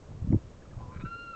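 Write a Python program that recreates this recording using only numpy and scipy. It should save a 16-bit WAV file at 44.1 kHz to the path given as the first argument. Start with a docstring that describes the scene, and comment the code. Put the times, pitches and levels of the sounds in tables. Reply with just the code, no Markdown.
"""Wind rumbles and thumps on the microphone over a faint steady hiss, swelling to one rough gust.
Close by, a kayak paddle sloshes, ticks once and sheds drips that ring tiny bubbles in a calm river.
Then a limpkin calls: a soft, husky lead-in note, a rattle of pulses ringing its throat, a squeak as the
voice catches, and a clear arched wail. The call echoes off the wooded bank."""
import sys
import numpy as np
from scipy import signal
from scipy.fft import rfft, irfft
from scipy.io import wavfile

SR = 44100
rng = np.random.default_rng(int(sys.argv[2]) if len(sys.argv) > 2 else 0)


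def to_wav(s):
    """Save 16-bit WAV."""
    ch = np.atleast_2d(s).T  # columns
    pcm = np.round(np.clip(ch, -1, 1) * 32767)  # PCM
    wavfile.write(sys.argv[1], SR, pcm.astype(np.int16))


N = 59535
T = np.arange(N) / SR


def from_db(db):
    """Decibels to gain."""
    return 10 ** (np.asarray(db) / 20)


def unit_rms(x):
    """Scale to unit power."""
    return x / np.sqrt(np.mean(x ** 2) + 1e-20)


def curves(rows):
    """Breakpoints to automation curves, one for each column after time."""
    times, *columns = np.transpose(rows)
    return [np.interp(T, times, column) for column in columns]


def noise(colour):
    """Unit-power noise through an EQ curve."""
    hz, db = np.transpose(colour)
    bins = np.maximum(np.fft.rfftfreq(N, 1 / SR), 1)
    eq = from_db(np.interp(np.log(bins), np.log(hz), db))
    return unit_rms(irfft(rfft(rng.standard_normal(N)) * eq, N))


def drift(hz):
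    """Unit-power random wobble, mostly slower than hz."""
    rolloff = 1 + (np.fft.rfftfreq(N, 1 / SR) / hz) ** 2
    return unit_rms(irfft(rfft(rng.standard_normal(N)) / rolloff, N))


def resonate(x, hz, width):
    """Two matching band-passes in series, unity gain at the peak."""
    r = np.exp(-np.pi * width / SR)
    b = np.array([1, 0, -1]) * (1 - r * r) / 2
    a = [1, -2 * r * np.cos(2 * np.pi * hz / SR), r * r]
    return signal.lfilter(b, a, signal.lfilter(b, a, x + 1e-18) + 1e-18)


# fader ride of the rumble (time [s], level [dB])
WIND_LEVEL = [(0, -57), (.11, -44.5), (.2, -44), (.3, -36.5), (.365, -27), (.395, -51.5), (.45, -49),
              (.5, -50), (.67, -52.5), (.75, -46), (.78, -41.5), (.82, -48.5), (.97, -44.5), (1.06, -40),
              (1.1, -51.5), (1.35, -61.5)]
# its bass-heavy EQ (frequency [Hz], gain [dB])
WIND_EQ = [(15, -14.5), (40, 0.5), (80, 0), (140, -4.5), (220, -12), (350, -21.5), (700, -42.5),
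           (2000, -75.5)]
def wind_rumble():
    """Wind on the microphone: a low rumble that swells and sinks."""
    db, = curves(WIND_LEVEL)
    return from_db(db) * noise(WIND_EQ)


# EQ of the background bed (frequency [Hz], gain [dB])
AIR_EQ = [(20, 3), (100, -3.5), (280, -2), (400, -3), (520, -1.5), (750, -12.5), (1100, -12.5),
          (1700, -20.5), (2600, -23.5), (4000, -26.5), (7000, -27), (9000, -33)]
def air():
    """A faint, steady bed of air and hiss."""
    return from_db(-53.5) * noise(AIR_EQ)


# swells of water (time [s], width [s], level [dB])
SLOSHES = [(0.033, 0.014, -62), (.115, 0.014, -56), (0.267, 0.0034, -65), (0.331, 0.0046, -47),
           (.347, 0.0046, -53.5), (0.653, 0.0031, -68), (.82, 0.058, -56.5)]
# their mid-heavy EQ (frequency [Hz], gain [dB])
SLOSH_EQ = [(250, -5), (500, 2.5), (850, 8.5), (1200, -9.5), (1700, -19.5), (3500, -41)]
def paddle_sloshes():
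    """The paddle stirs the water into soft swells of gurgling noise."""
    swell = sum(from_db(db) * np.exp(-.5 * ((T - at) / width) ** 2) for at, width, db in SLOSHES)
    gurgle = unit_rms(noise(SLOSH_EQ) * from_db(4 * drift(120)))
    return swell * gurgle


# wind thumps (time [s], peak level [dB], centre frequency [Hz])
BUFFETS = [(.114, -33.5, 120), (0.153, -32.5, 110), (0.225, -24.5, 85), (.248, -24.5, 142),
           (.275, -25.5, 198), (0.292, -21.5, 108.5), (.307, -15.5, 173), (.327, -15.5, 229.3),
           (0.336, -14, 124), (.346, -13, 241), (0.365, -20, 109), (.451, -50, 80), (.768, -31, 99),
           (0.778, -33.5, 95), (.821, -38, 91), (0.837, -33.5, 100), (.86, -35, 101), (0.887, -30, 100),
           (.964, -31.5, 139), (0.996, -34, 120), (1.039, -28.5, 222), (1.044, -31.5, 131.4),
           (1.059, -30, 100.7), (1.158, -40.5, 100)]
def wind_buffets(width_cycles=.53):
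    """Each buffet is a suction on the microphone with a short rebound."""
    out = np.zeros(N)
    for at, db, hz in BUFFETS:
        cycles = hz * (T - at)
        out -= from_db(db) * np.cos(2 * np.pi * cycles) * np.exp(-(cycles / width_cycles) ** 2)
    return out


# low-mid EQ of the gust (frequency [Hz], gain [dB])
GUST_EQ = [(30, -20), (120, -3.5), (290, 2.5), (420, -12), (650, -22), (1000, -45), (2000, -59),
           (3500, -75)]
def wind_gust(peak_s=.3352, width_s=.019, db=-28.5):
    """The strongest gust breaks into a burst of turbulence."""
    return from_db(db) * np.exp(-.5 * ((T - peak_s) / width_s) ** 2) * noise(GUST_EQ)


# ringing modes of the paddle (frequency [Hz], gain [dB])
TICK_MODES = [(1600, -2), (2020, 2), (2260, -2)]
def paddle_tick(start_s=.324, level_db=-47.5, t60_s=.013):
    """One light, dry tick: the paddle's modes ring and die at once."""
    age = np.maximum(T - start_s, 0)
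    modes = sum((-1) ** k * from_db(db) * np.sin(2 * np.pi * hz * age)
                for k, (hz, db) in enumerate(TICK_MODES))
    return from_db(level_db - 60 * age / t60_s) * modes


# drops off the paddle (time [s], peak level [dB], starting pitch [Hz])
DRIPS = [(0.622, -54, 1670), (.654, -50, 1260), (.712, -55, 1680), (.735, -50, 1205)]
def drips(t60_s=.035, rise_per_s=3.1):
    """Each drop rings a small bubble that bends up in pitch."""
    out = np.zeros(N)
    for at, db, hz in DRIPS:
        age = np.maximum(T - at, 0)
        phase = 2 * np.pi * hz * age * (1 + rise_per_s * age / 2)
        out += from_db(db - 60 * age / t60_s) * np.sin(phase)
    return out


# pulsing of the bird's voice (time [s], rate [Hz])
PULSE_RATE = [(.78, 107), (.92, 138), (.97, 186), (1.01, 190), (1.06, 158)]
def voice_cycles(jitter=.06):
    """Running count of the voice's uneven pulses, the clock for lead-in and rattle."""
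    rate, = curves(PULSE_RATE)
    return np.cumsum(rate * (1 + jitter * drift(50))) / SR


# contour of the opening note (time [s], pitch [Hz], level [dB])
LEAD_IN = [(.77, 1040, -74), (.8, 1013, -55.5), (.83, 1016, -52.5), (.845, 990.4, -54.5),
           (.878, 986.4, -63.5), (.9, 1005, -54), (.94, 1030, -52.5), (.958, 1029, -63.5),
           (.985, 1000, -67), (1.015, 1005, -52.5), (1.05, 1005, -73.5)]
def lead_in(cycles, jitter=.008, breath_db=-10, flutter_depth=.4):
    """A soft, wavering note, husky with breath and fluttering at the pulse rate."""
    hz, db = curves(LEAD_IN)
    phase = 2 * np.pi * np.cumsum(hz * (1 + jitter * drift(90))) / SR
    breath = unit_rms(resonate(rng.standard_normal(N), hz.mean(), width=220))
    voice = unit_rms(np.sqrt(2) * np.sin(phase) + from_db(breath_db) * breath)
    flutter = 1 + flutter_depth * np.cos(2 * np.pi * cycles)
    gate = (T > LEAD_IN[0][0]) & (T < LEAD_IN[-1][0])
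    return from_db(db) * voice * flutter * gate


# throat resonances (frequency [Hz], width [Hz], gain [dB])
FORMANTS = [(1390, 270, 5), (1560, 110, 3.5), (1840, 290, -2.5), (2284, 260, 1), (2720, 380, -14),
            (3800, 260, -11.5)]
# rattle bursts (time [s], length [s], level [dB], treble tilt [dB/octave])
RATTLES = [(.785, 0.03, -68, -3), (0.915, 0.033, -62.5, -3), (0.941, 0.0098, -62.5, 2),
           (0.956, 0.022, -56, -4.5), (0.997, 0.018, -55, -0.5), (1.051, 0.014, -58, -0.5)]
def rattle(cycles, breath=.25, attack_s=.0025, release_s=.0092):
    """Separate pulses, each with a puff of air, ring the throat in short bursts."""
    pulses = np.diff(np.floor(cycles), prepend=0) * from_db(2 * drift(100))
    puffs = rng.standard_normal(N) * np.exp(-5 * (cycles % 1))
    source = unit_rms(pulses) + breath * unit_rms(puffs)
    rings = [from_db(db) * resonate(source, hz, width) for hz, width, db in FORMANTS]
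    octaves = [np.log2(hz / FORMANTS[0][0]) for hz, _, _ in FORMANTS]
    out = np.zeros(N)
    for at, length, db, tilt in RATTLES:
        voice = unit_rms(sum(from_db(tilt * octave) * ring for octave, ring in zip(octaves, rings)))
        attack = np.clip((T - at) / attack_s, 0, 1)
        release = np.exp(-np.maximum(T - at - length, 0) / release_s)
        out += from_db(db) * voice * attack * release
    return out


# partials of the squeak (harmonic [number], level [dB])
SQUEAK_HARMONICS = [(1, -65.5), (2, -57.5), (3, -65)]
def squeak(peak_s=1.018, width_s=.013, centre_hz=1240, rise_hz_per_s=3800, jitter=.02):
    """The voice half catches: a brief, unsteady tone rising out of the rattle."""
    offset = T - peak_s
    hz = (centre_hz + rise_hz_per_s * offset) * (1 + jitter * drift(200))
    phase = 2 * np.pi * np.cumsum(hz) / SR
    tone = sum(from_db(db) * np.sin(k * phase) for k, db in SQUEAK_HARMONICS)
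    return np.sqrt(2) * tone * np.exp(-(offset / width_s) ** 4)


# the wail's arch (time [s], pitch [Hz])
WAIL_PITCH = [(1.02, 1328), (1.06, 1337), (1.085, 1378), (1.13, 1377), (1.19, 1395), (1.25, 1386),
              (1.30, 1371), (1.325, 1378), (1.35, 1315)]
# its fader rides (time [s], fundamental level [dB], overtone bus level [dB])
WAIL_LEVEL = [(1.018, -75, -85), (1.027, -52, -78), (1.044, -60, -78), (1.053, -43.5, -63),
              (1.088, -43, -60), (1.101, -51, -61), (1.113, -42, -58), (1.135, -39, -53), (1.175, -47, -55),
              (1.195, -43.5, -51), (1.236, -45, -51.5), (1.256, -47, -58), (1.28, -44, -53),
              (1.3, -43, -61), (1.312, -43, -54), (1.326, -53, -65), (1.338, -38, -58), (1.35, -46, -58)]
# its overtones (harmonic [number], gain at the top of the arch [dB], loss as pitch falls [dB/100 Hz])
WAIL_OVERTONES = [(2, -1.5, -5.5), (3, -13, -1), (4, -33.5, 0.5)]
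def wail(jitter=.0023, shimmer_db=.34, throb_s=1.056, throb_fade_s=.016, throb_depth=.7):
    """A harmonic tone that starts hoarse, turns clean and brightens toward the top of its arch."""
    hz, = curves(WAIL_PITCH)
    fundamental_db, bus_db = curves(WAIL_LEVEL)
    phase = 2 * np.pi * np.cumsum(hz * (1 + jitter * drift(50))) / SR
    sag = (hz.max() - hz) / 100
    tone = from_db(fundamental_db) * np.exp(1j * phase)
    for k, gain_db, loss in WAIL_OVERTONES:
        db = bus_db + gain_db - loss * sag + shimmer_db * drift(32)
        tone += from_db(db) * np.exp(1j * k * phase)
    # the rattle's pulsing carries into the wail as a brief upper sideband
    rate, = curves(PULSE_RATE)
    depth = throb_depth * np.exp(-np.abs(T - throb_s) / throb_fade_s)
    throb = 1 + depth * np.exp(2j * np.pi * rate * (T - throb_s))
    return np.sqrt(2) * (tone * throb).imag * (T > WAIL_LEVEL[0][0])


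# slapbacks off the bank (delay [s], gain [dB])
ECHOES = [(.047, -25), (.083, -22), (.121, -25), (.178, -23)]
def bank_echoes(call, tail_db=-15, t60_s=.9, fade_in_s=.04, cutoff_hz=5100):
    """The wooded bank returns a few dull echoes and a diffuse tail from the trees."""
    tail = rng.standard_normal(N) * from_db(-60 * T / t60_s) * np.clip(T / fade_in_s, 0, 1)
    response = from_db(tail_db) * unit_rms(tail) / np.sqrt(N)
    for delay, db in ECHOES:
        response[int(delay * SR)] += from_db(db)
    high_cut = signal.butter(1, cutoff_hz, fs=SR, output="sos")
    return signal.sosfilt(high_cut, signal.fftconvolve(call, response)[:N])


def scene():
    """Mono mix: the bird with its echoes, wind and paddle close and dry, air underneath."""
    cycles = voice_cycles()
    bird = lead_in(cycles) + rattle(cycles) + squeak() + wail()
    echoes = bank_echoes(bird)
    wind = wind_gust() + wind_rumble() + wind_buffets()
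    paddle = paddle_sloshes() + paddle_tick() + drips()
    return (bird + echoes + wind + paddle + air())[None]


def record(dry, whine_hz=6730, whine_db=-86, cutoff_hz=8100):
    """A faint electronic whine joins the mix, then a steep high cut takes off the top."""
    whine = np.sqrt(2) * from_db(whine_db) * np.sin(2 * np.pi * whine_hz * T)
    high_cut = signal.butter(28, cutoff_hz, fs=SR, output="sos")
    return signal.sosfilt(high_cut, dry + whine)


dry = scene()
out = record(dry)
to_wav(out)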